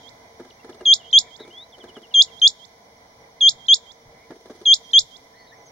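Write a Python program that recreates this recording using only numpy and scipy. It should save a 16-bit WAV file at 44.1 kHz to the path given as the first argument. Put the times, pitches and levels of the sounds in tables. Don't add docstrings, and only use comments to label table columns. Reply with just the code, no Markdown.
import sys
import numpy as np
from scipy import signal
from scipy.fft import rfft, irfft, next_fast_len
from scipy.io import wavfile
from scipy.ndimage import uniform_filter1d

SR = 44100
rng = np.random.default_rng(int(sys.argv[2]) if len(sys.argv) > 2 else 0)


def bounce(signal):
    frames = np.transpose(np.atleast_2d(signal))
    limited = np.clip(frames, -1, 1)
    pcm = np.round(limited * 32767).astype(np.int16)
    wavfile.write(sys.argv[1], SR, pcm)


N = 251811

# (start s, time until the flick s, level dB)
LONG_NOTES = [(.8541, 0.086, -7), (2.1399, 0.083, -6.5), (3.4072, .086, -7), (4.6549, .0868, -7)]
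# (start s, time until the flick s, level dB)
SHORT_NOTES = [(-.146, 0.064, -7.5), (1.129, 0.060329, -6.3), (2.4169, 0.061, -7), (3.6836, 0.06, -7), (4.9333, 0.059518, -6.5)]
# (multiple, dB in the left ear, dB in the right ear)
OVERTONES = [(2, -19.5, -30.5), (3, -38, -50), (4, -51, -60)]
# (delay s, left dB, right dB)
ECHOES = [(0.0264, -22.5, -19.5)]
# (onset s, t60 s, level dB)
SCATTER = [(.0002, 0.01, -3), (.002, 0.062, -10), (.008, .13, -17), (0.029, 1, -32.5)]
# (s, peak dB)
KNOCKS = [(0.399, -30.5), (0.646, -35.5), (0.693, -31), (0.81, -31.5), (1.4, -30.5), (1.477, -39.5), (1.783, -41.5),
          (1.841, -33.5), (1.967, -33), (4.307, -30.5), (4.458, -36.5), (4.5, -31), (4.614, -34)]
# (Hz, dB, t60 s)
THUD = [(262.18, -11.5, 0.056), (367, -1, 0.06684), (428.22, 2, 0.044), (604.44, -2.5, .028), (842.34, -5.5, 0.0079), (1240, -5.5, .016), (1592.5, -8, 0.024)]
TICK = [(1000, -30), (2000, -6), (3500, 7.5), (6000, -0.5), (9000, -3.5), (11000, -17), (15000, -25.5)]
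# (Hz, dB per Hz)
FIELD = [(20, -14.5), (45, -7.5), (100, -3.5), (180, -5.5), (260, -3.5), (340, -9), (520, -3.5), (750, -1.5), (1020, -5), (1200, -12.5), (1800, -13), (2300, -10.5), (2600, -25), (5000, -50.5)]
# (Hz, dB per Hz)
HISS = [(1500, -30), (2600, -15), (3200, -3.5), (4200, -5), (5000, -5.5), (5600, -1), (6000, -3.5), (7000, -14), (9000, -17), (12000, -18.5), (15500, -25)]
HISS_DB = -59.5
# (Hz, correlation)
LIKENESS = [(250, 0.99), (500, 0.9767), (750, 0.19), (1000, 0.068), (1500, -0.051), (2100, -0.45), (3000, -.3), (6000, -0.11), (9000, .1)]
# (Hz, width Hz, depth dB)
HOLLOWS = [(2621.3, 150, -11.5), (7782.3, 250, -32)]
LEAD = SR // 4
TOP_HZ = 15900
# (Hz, dB)
CALL_COLOUR = [(1000, -29.5), (2300, -13.5), (3000, -0.5), (3600, -0.5), (4400, -6.5), (5700, 0), (6050, -13), (6350, -2), (7300, -5.5), (8300, -6), (9600, -0.5), (10500, -4.5), (12500, -5), (15000, -18.5)]
# (Hz, dB)
SCATTER_COLOUR = [(3220, -17), (3550, -7), (4300, 0), (7300, 1), (9000, 0), (14000, -3)]
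# (Hz, width Hz, dB)
FIELD_PEAKS = [(458.2, 17, 11.5), (672.98, 60, 4.5), (818, 20, 3.5), (998, 30, 8), (2038, 58, 10.5)]
# (s, dB)
MURMUR = [(0.0, -53), (0.7, -54), (1.14, -54.5), (1.88, -54.5), (2.15, -55.5), (5.71, -54.5)]
MURMUR_GAIN_DB = 3.5
# (Hz, left minus right dB)
MURMUR_PAN = [(450, 0), (750, -2), (1500, 0.5), (2100, -9)]
# (s, length s, level dB)
PUFFS = [(0.077, 0.1, -59), (3.46, 0.16, -60), (4.013, 0.142, -54), (4.965, 0.11, -53)]
PUFF = [(20, -8), (45, -9.5), (95, -3), (150, -6.5), (300, -41), (1000, -70.5)]
# (Hz, radians)
EAR_PHASE = [(3200, -0.4932), (3600, 0.89), (4200, 0.9), (5500, 0.063), (6500, 2), (10000, -0.047)]
# (Hz, dB)
SOFTNESS = [(120, -6), (240, 2.5), (600, -3.5), (1700, -7.5), (3000, -15.5), (9000, -40)]
LONG_VOICE = dict(hold_hz=3086.2, offset_hz=242, attack_s=0.006, thinning_db=-21)
SHORT_VOICE = dict(hold_hz=3159, offset_hz=-115, attack_s=.0028, thinning_db=-19)
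DROP_HZ, DROP_S, SETTLE_S = 1150, .0011, .02
FLICK_HZ, FLICK_S, HANG_S = 4500, .0022, .011
RELEASE_S, RELEASE_SAG_HZ, RELEASE_DB = 0.0089, 1292.5, -25.5
# (Hz, left minus right dB)
WHISTLE_PAN = [(3160, 2), (3200, .7), (3290, 0), (3400, -3.5), (3650, -4.5), (4500, 1), (5700, 0), (7200, 4.5)]
# (start s, length s, first Hz, last Hz, level dB)
SLURS = [(0.502, .012, 4650, 2712, -50), (0.723, .013, 4740, 2750, -50), (0.973, .06, 3885, 2800, -49.5), (1.26, .033, 2430, 1720, -58.5),
         (2.274, .035, 3196, 2670, -57.5), (4.829, .034, 6745, 5611, -59), (5.598, .045, 6500, 5470, -61), (5.658, .046, 6689, 5697, -57)]
SLUR_BEND = 1.9
RUN_START_S, RUN_STEP_S, RUN_NOTE_S = 1.722, .0762, .037
# (start s, pitch Hz, level dB)
PEEPS = [(.593, 2585, -54), (.798, 2690, -53)]
PEEP_S, PEEP_ARCH_HZ = 0.025, 185
# (s, pitch Hz, level dB)
RISE = [(1.503, 2800, -45.5), (1.521, 3070, -48.5), (1.605, 3590, -42.5), (1.643, 3998, -42), (1.652, 4000, -58)]
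RISE_GAIN_DB = 2.5
# (start s, length s, pitch Hz, glide Hz, arch Hz, level dB)
WARBLES = [(1.03, .095, 3280, 760, -200, -51), (1.208, .13, 2100, 0, 200, -59), (1.385, .12, 2140, 490, 0, -56), (1.39, .061, 3480, -210, 400, -45.5),
           (4.145, .12, 2110, 350, 0, -59.5), (4.661, .092, 1830, -220, 450, -57), (4.924, .075, 1860, 235, 90, -54), (5.33, .14, 1790, 70, 230, -55.5),
           (5.35, .14, 4200, 200, 230, -62), (5.47, .052, 3790, -80, 110, -58), (5.512, .036, 1780, 250, 70, -55)]
BUZZ_HZ, BUZZ_DEPTH = 176, .045
KNOCK_GAIN_DB, TICK_DB = -5, -51
REBOUND_S, REBOUND_THUD_DB, REBOUND_TICK_DB = 0.051, -9.5, -2.5
ONSET_S = .006
SWELL_DB_PER_S = None
CREST_DB, CREST_S, CREST_WIDTH_S = 4, .02, 0.02
# (delay s, smear t60 s, left dB, right dB)
FAR_ECHOES = [(.11, .25, -46, -42.5), (.176, .001, -36.5, -32.5)]
RUN_FIRST_HZ, RUN_LAST_HZ, RUN_SINK_PER_NOTE = 3750, 3020, .021
RUN_DB, RUN_FADE_DB = -48, -1
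WHINE_HZ = 15740
WHINE_DB = -82.5
# (Hz, dB)
FAR_COLOUR = [(3200, -7.5), (4500, 2.5), (7300, 4)]
TWITTER_PER_S, TWITTER_S, TWITTER_DB = 8.1, .03, -66
TWITTER_HZ, TWITTER_SPREAD_HZ, TWITTER_FALL_HZ = 5700, 350, 700


def undb(db):
    return 10 ** (np.asarray(db) / 20)


def level(x, db):
    return x * undb(db) / np.sqrt(np.mean(x ** 2))


def on_bins(points, count=N):
    hz, value = np.transpose(points)
    return np.interp(np.log(np.arange(count // 2 + 1) * SR / count + 1), np.log(hz), value)


def noise(spectrum):
    mid, side = rfft(rng.standard_normal((2, N)))
    alike = np.clip(on_bins(LIKENESS), -1, 1)
    both = mid * np.sqrt(1 + alike) + side * np.sqrt(1 - alike) * np.array([[1], [-1]])
    return level(irfft(both * undb(on_bins(spectrum)), N), 0)


def smooth(x, size):
    return uniform_filter1d(uniform_filter1d(x, size), size)


def walk(rate, count=N):
    k = int(SR / rate)
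    return np.sqrt(2) * smooth(np.repeat(rng.standard_normal(count // k + 1), k), k)[:count]


def add(out, start_s, sound):
    i = int(start_s * SR)
    out[:, i:i + sound.shape[-1]] += sound[..., :out.shape[1] - i]


def whistle(length_s, hold_hz, offset_hz, attack_s, thinning_db, waver=0.0004, shimmer_db=0.35, purity_db=-24, air_db=-48):
    t = np.arange(-ONSET_S, length_s + HANG_S + RELEASE_S, 1 / SR)
    climb = .5 + np.arctan((t - length_s) / FLICK_S) / np.pi
    release = (np.maximum(t - length_s - HANG_S, 0) / RELEASE_S) ** 2
    drop = DROP_HZ / (1 + np.exp(t / DROP_S)) + offset_hz * np.exp(-t / SETTLE_S)
    hz = hold_hz + drop + FLICK_HZ * climb - RELEASE_SAG_HZ * release
    attack = 1 - np.exp(-np.logaddexp(0, t / DROP_S) * DROP_S / attack_s)
    crest = np.exp(-(np.maximum(length_s - CREST_S - t, 0) / CREST_WIDTH_S) ** 2)
    db = thinning_db * climb ** 2.0 + RELEASE_DB * release + CREST_DB * (crest - 1)
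    phase = 2 * np.pi * np.cumsum(hz * (1 + waver * walk(470, len(t)))) / SR
    tone = np.sin(phase) * undb(np.interp(hz, *np.transpose(WHISTLE_PAN)) * np.array([[.5], [-.5]]))
    richness = np.minimum(2 * attack, 1) * undb(purity_db * np.log2(hz / hz.min()) ** 4)
    for k, *ears_db in OVERTONES:
        multiple = round(k)
        tone += undb(ears_db)[:, None] * richness * np.sin(multiple * phase) * (multiple * hz < SR / 2)
    tone += undb(air_db + db) * rng.standard_normal(len(t))
    return np.sqrt(2) * tone * attack * undb(db + shimmer_db * walk(400, len(t)))


QUAIL_DB = -0.53


def quail():
    out = np.zeros((2, LEAD + N))
    for notes, voice in ((LONG_NOTES, LONG_VOICE), (SHORT_NOTES, SHORT_VOICE)):
        for start_s, length_s, db in notes:
            add(out, LEAD / SR + start_s - ONSET_S, undb(db + QUAIL_DB) * whistle(length_s, **voice))
    return out


def grassland(call):
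    near, far = np.zeros((2, 2, SR))
    for onset_s, t60, db in SCATTER:
        add(near, onset_s, undb(db) * tail(t60))
    for delay_s, *ears_db in ECHOES:
        add(near, delay_s, undb(ears_db)[:, None])
    for delay_s, t60, *ears_db in FAR_ECHOES:
        add(far, delay_s, undb(ears_db)[:, None] * tail(t60))
    returned = sum(colour(signal.fftconvolve(call.mean(axis=0)[None], response, axes=1)[:, :LEAD + N], spectrum)
                   for response, spectrum in ((near, SCATTER_COLOUR), (far, FAR_COLOUR)))
    heard = colour(call + returned, CALL_COLOUR)[:, LEAD:]
    return irfft(rfft(heard) * np.exp(1j * on_bins(EAR_PHASE) * np.array([[.5], [-.5]])), N)


def far_birds(wet_db=-11, t60=0.12, unevenness=0.26, count=6):
    out = np.zeros((1, N))
    for start_s, length_s, first_hz, last_hz, db in SLURS:
        add(out, start_s, chirp(slur(length_s, first_hz, last_hz), db))
    for k in range(count):
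        hz = slur(RUN_NOTE_S, RUN_FIRST_HZ, RUN_LAST_HZ) * (1 - RUN_SINK_PER_NOTE * k)
        add(out, RUN_START_S + k * RUN_STEP_S, chirp(hz, RUN_DB + k * RUN_FADE_DB))
    for start_s, hz, db in PEEPS:
        add(out, start_s, chirp(arch(PEEP_S, hz, 0, PEEP_ARCH_HZ), db))
    times, pitches, levels = np.transpose(RISE)
    t = np.arange(times[0], times[-1], 1 / SR)
    add(out, times[0], chirp(np.interp(t, times, pitches), np.interp(t, times, levels) + RISE_GAIN_DB))
    for start_s, *course, db in WARBLES:
        hz = arch(*course)
        trill = np.sin(2 * np.pi * BUZZ_HZ * np.arange(len(hz)) / SR) + unevenness * walk(250, len(hz))
        add(out, start_s, chirp(hz * (1 + BUZZ_DEPTH * trill), db))
    return out + undb(wet_db) * signal.fftconvolve(out, tail(t60), axes=1)[:, :N]


def knocks(contact_t60=0.086, tick_t60=0.057, rise_s=0.0032, count=3):
    t = np.arange(SR // 8) / SR
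    body = sum(undb(db - 60 * t / t60) * np.cos(2 * np.pi * hz * t) for hz, db, t60 in THUD)
    thuds, ticks = np.zeros((2, 1, N))
    for start_s, db in KNOCKS:
        for k in range(count):
            at_s = start_s + k * REBOUND_S
            push = tail(contact_t60, len(t))[0] * np.minimum(t / rise_s, 1)
            thud = colour(signal.fftconvolve(push, body), SOFTNESS)
            thud = thud / np.sqrt(uniform_filter1d(thud ** 2, size=256).max())
            add(thuds, at_s - rise_s, undb(db + KNOCK_GAIN_DB + k * REBOUND_THUD_DB) * thud)
            add(ticks, at_s, undb(TICK_DB + k * REBOUND_TICK_DB - 60 * t / tick_t60))
    return thuds + ticks * noise(TICK)


def field(flicker_db=1.18, hiss_swell_db=1.0286, whine_waver_db=0.0):
    murmur_db = np.interp(np.arange(N) / SR, *np.transpose(MURMUR)) + MURMUR_GAIN_DB + flicker_db * walk(14)
    ears = undb(on_bins(MURMUR_PAN) * np.array([[.5], [-.5]]))
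    murmur = level(irfft(rfft(bells(noise(FIELD), FIELD_PEAKS)) * ears, N), 0) * undb(murmur_db)
    hiss = noise(HISS) * undb(HISS_DB + hiss_swell_db * walk(2.3))
    whine = np.sqrt(2) * np.sin(2 * np.pi * np.cumsum(WHINE_HZ + 2 * walk(30)) / SR) * undb(WHINE_DB + whine_waver_db * walk(3))
    return murmur + hiss + whine


def colour(x, spectrum):
    count = next_fast_len(x.shape[-1])
    return irfft(rfft(x, count) * undb(on_bins(spectrum, count)), count)[..., :x.shape[-1]]


def bells(x, bands):
    count = next_fast_len(N, True)
    bins = np.arange(count // 2 + 1) * SR / count
    return irfft(rfft(x, count) * undb(sum(db * np.exp(-np.minimum(((bins - hz) / width) ** 2, 20)) for hz, width, db in bands)), count)[..., :N]


def tail(t60, count=SR):
    burst = rng.standard_normal((2, count)) * undb(-60 * np.minimum(np.arange(count) / SR / t60, 10))
    return burst / np.sqrt(np.sum(burst ** 2, axis=1, keepdims=True))


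def breeze():
    push = np.zeros((1, N))
    for start_s, length_s, db in PUFFS:
        add(push, start_s, undb(db) * np.hanning(int(length_s * SR)))
    return push * noise(PUFF)


def progress(length_s):
    return np.linspace(0, 1, int(length_s * SR), endpoint=False)


def chirp(hz, db, flutter_db=2.1):
    swell = np.sqrt(2 * np.sin(np.pi * np.arange(len(hz)) / len(hz)))
    return swell * undb(db + flutter_db * walk(120, len(hz))) * np.sin(2 * np.pi * np.cumsum(hz) / SR)


def slur(length_s, first_hz, last_hz):
    return last_hz + (first_hz - last_hz) * (1 - progress(length_s)) ** SLUR_BEND


def arch(length_s, hz, glide_hz, arch_hz):
    u = progress(length_s)
    return hz + glide_hz * (u - .5) + arch_hz * np.sin(np.pi * u)


def twitter():
    out = np.zeros((1, N))
    for when, pitch, strength in rng.uniform(-1.1, 1, (int(TWITTER_PER_S * N / SR), 3)):
        hz = TWITTER_HZ + TWITTER_SPREAD_HZ * pitch
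        add(out, (when + 1) / 2 * N / SR, chirp(slur(TWITTER_S, hz + TWITTER_FALL_HZ, hz), TWITTER_DB + 3 * strength))
    return out


def scene():
    return grassland(quail()) + far_birds() + knocks() + breeze() + field() + twitter()


def record(dry):
    return signal.sosfilt(signal.ellip(10, .1, 80, TOP_HZ, fs=SR, output="sos"), bells(dry, HOLLOWS))


dry = scene()
out = record(dry)
bounce(out)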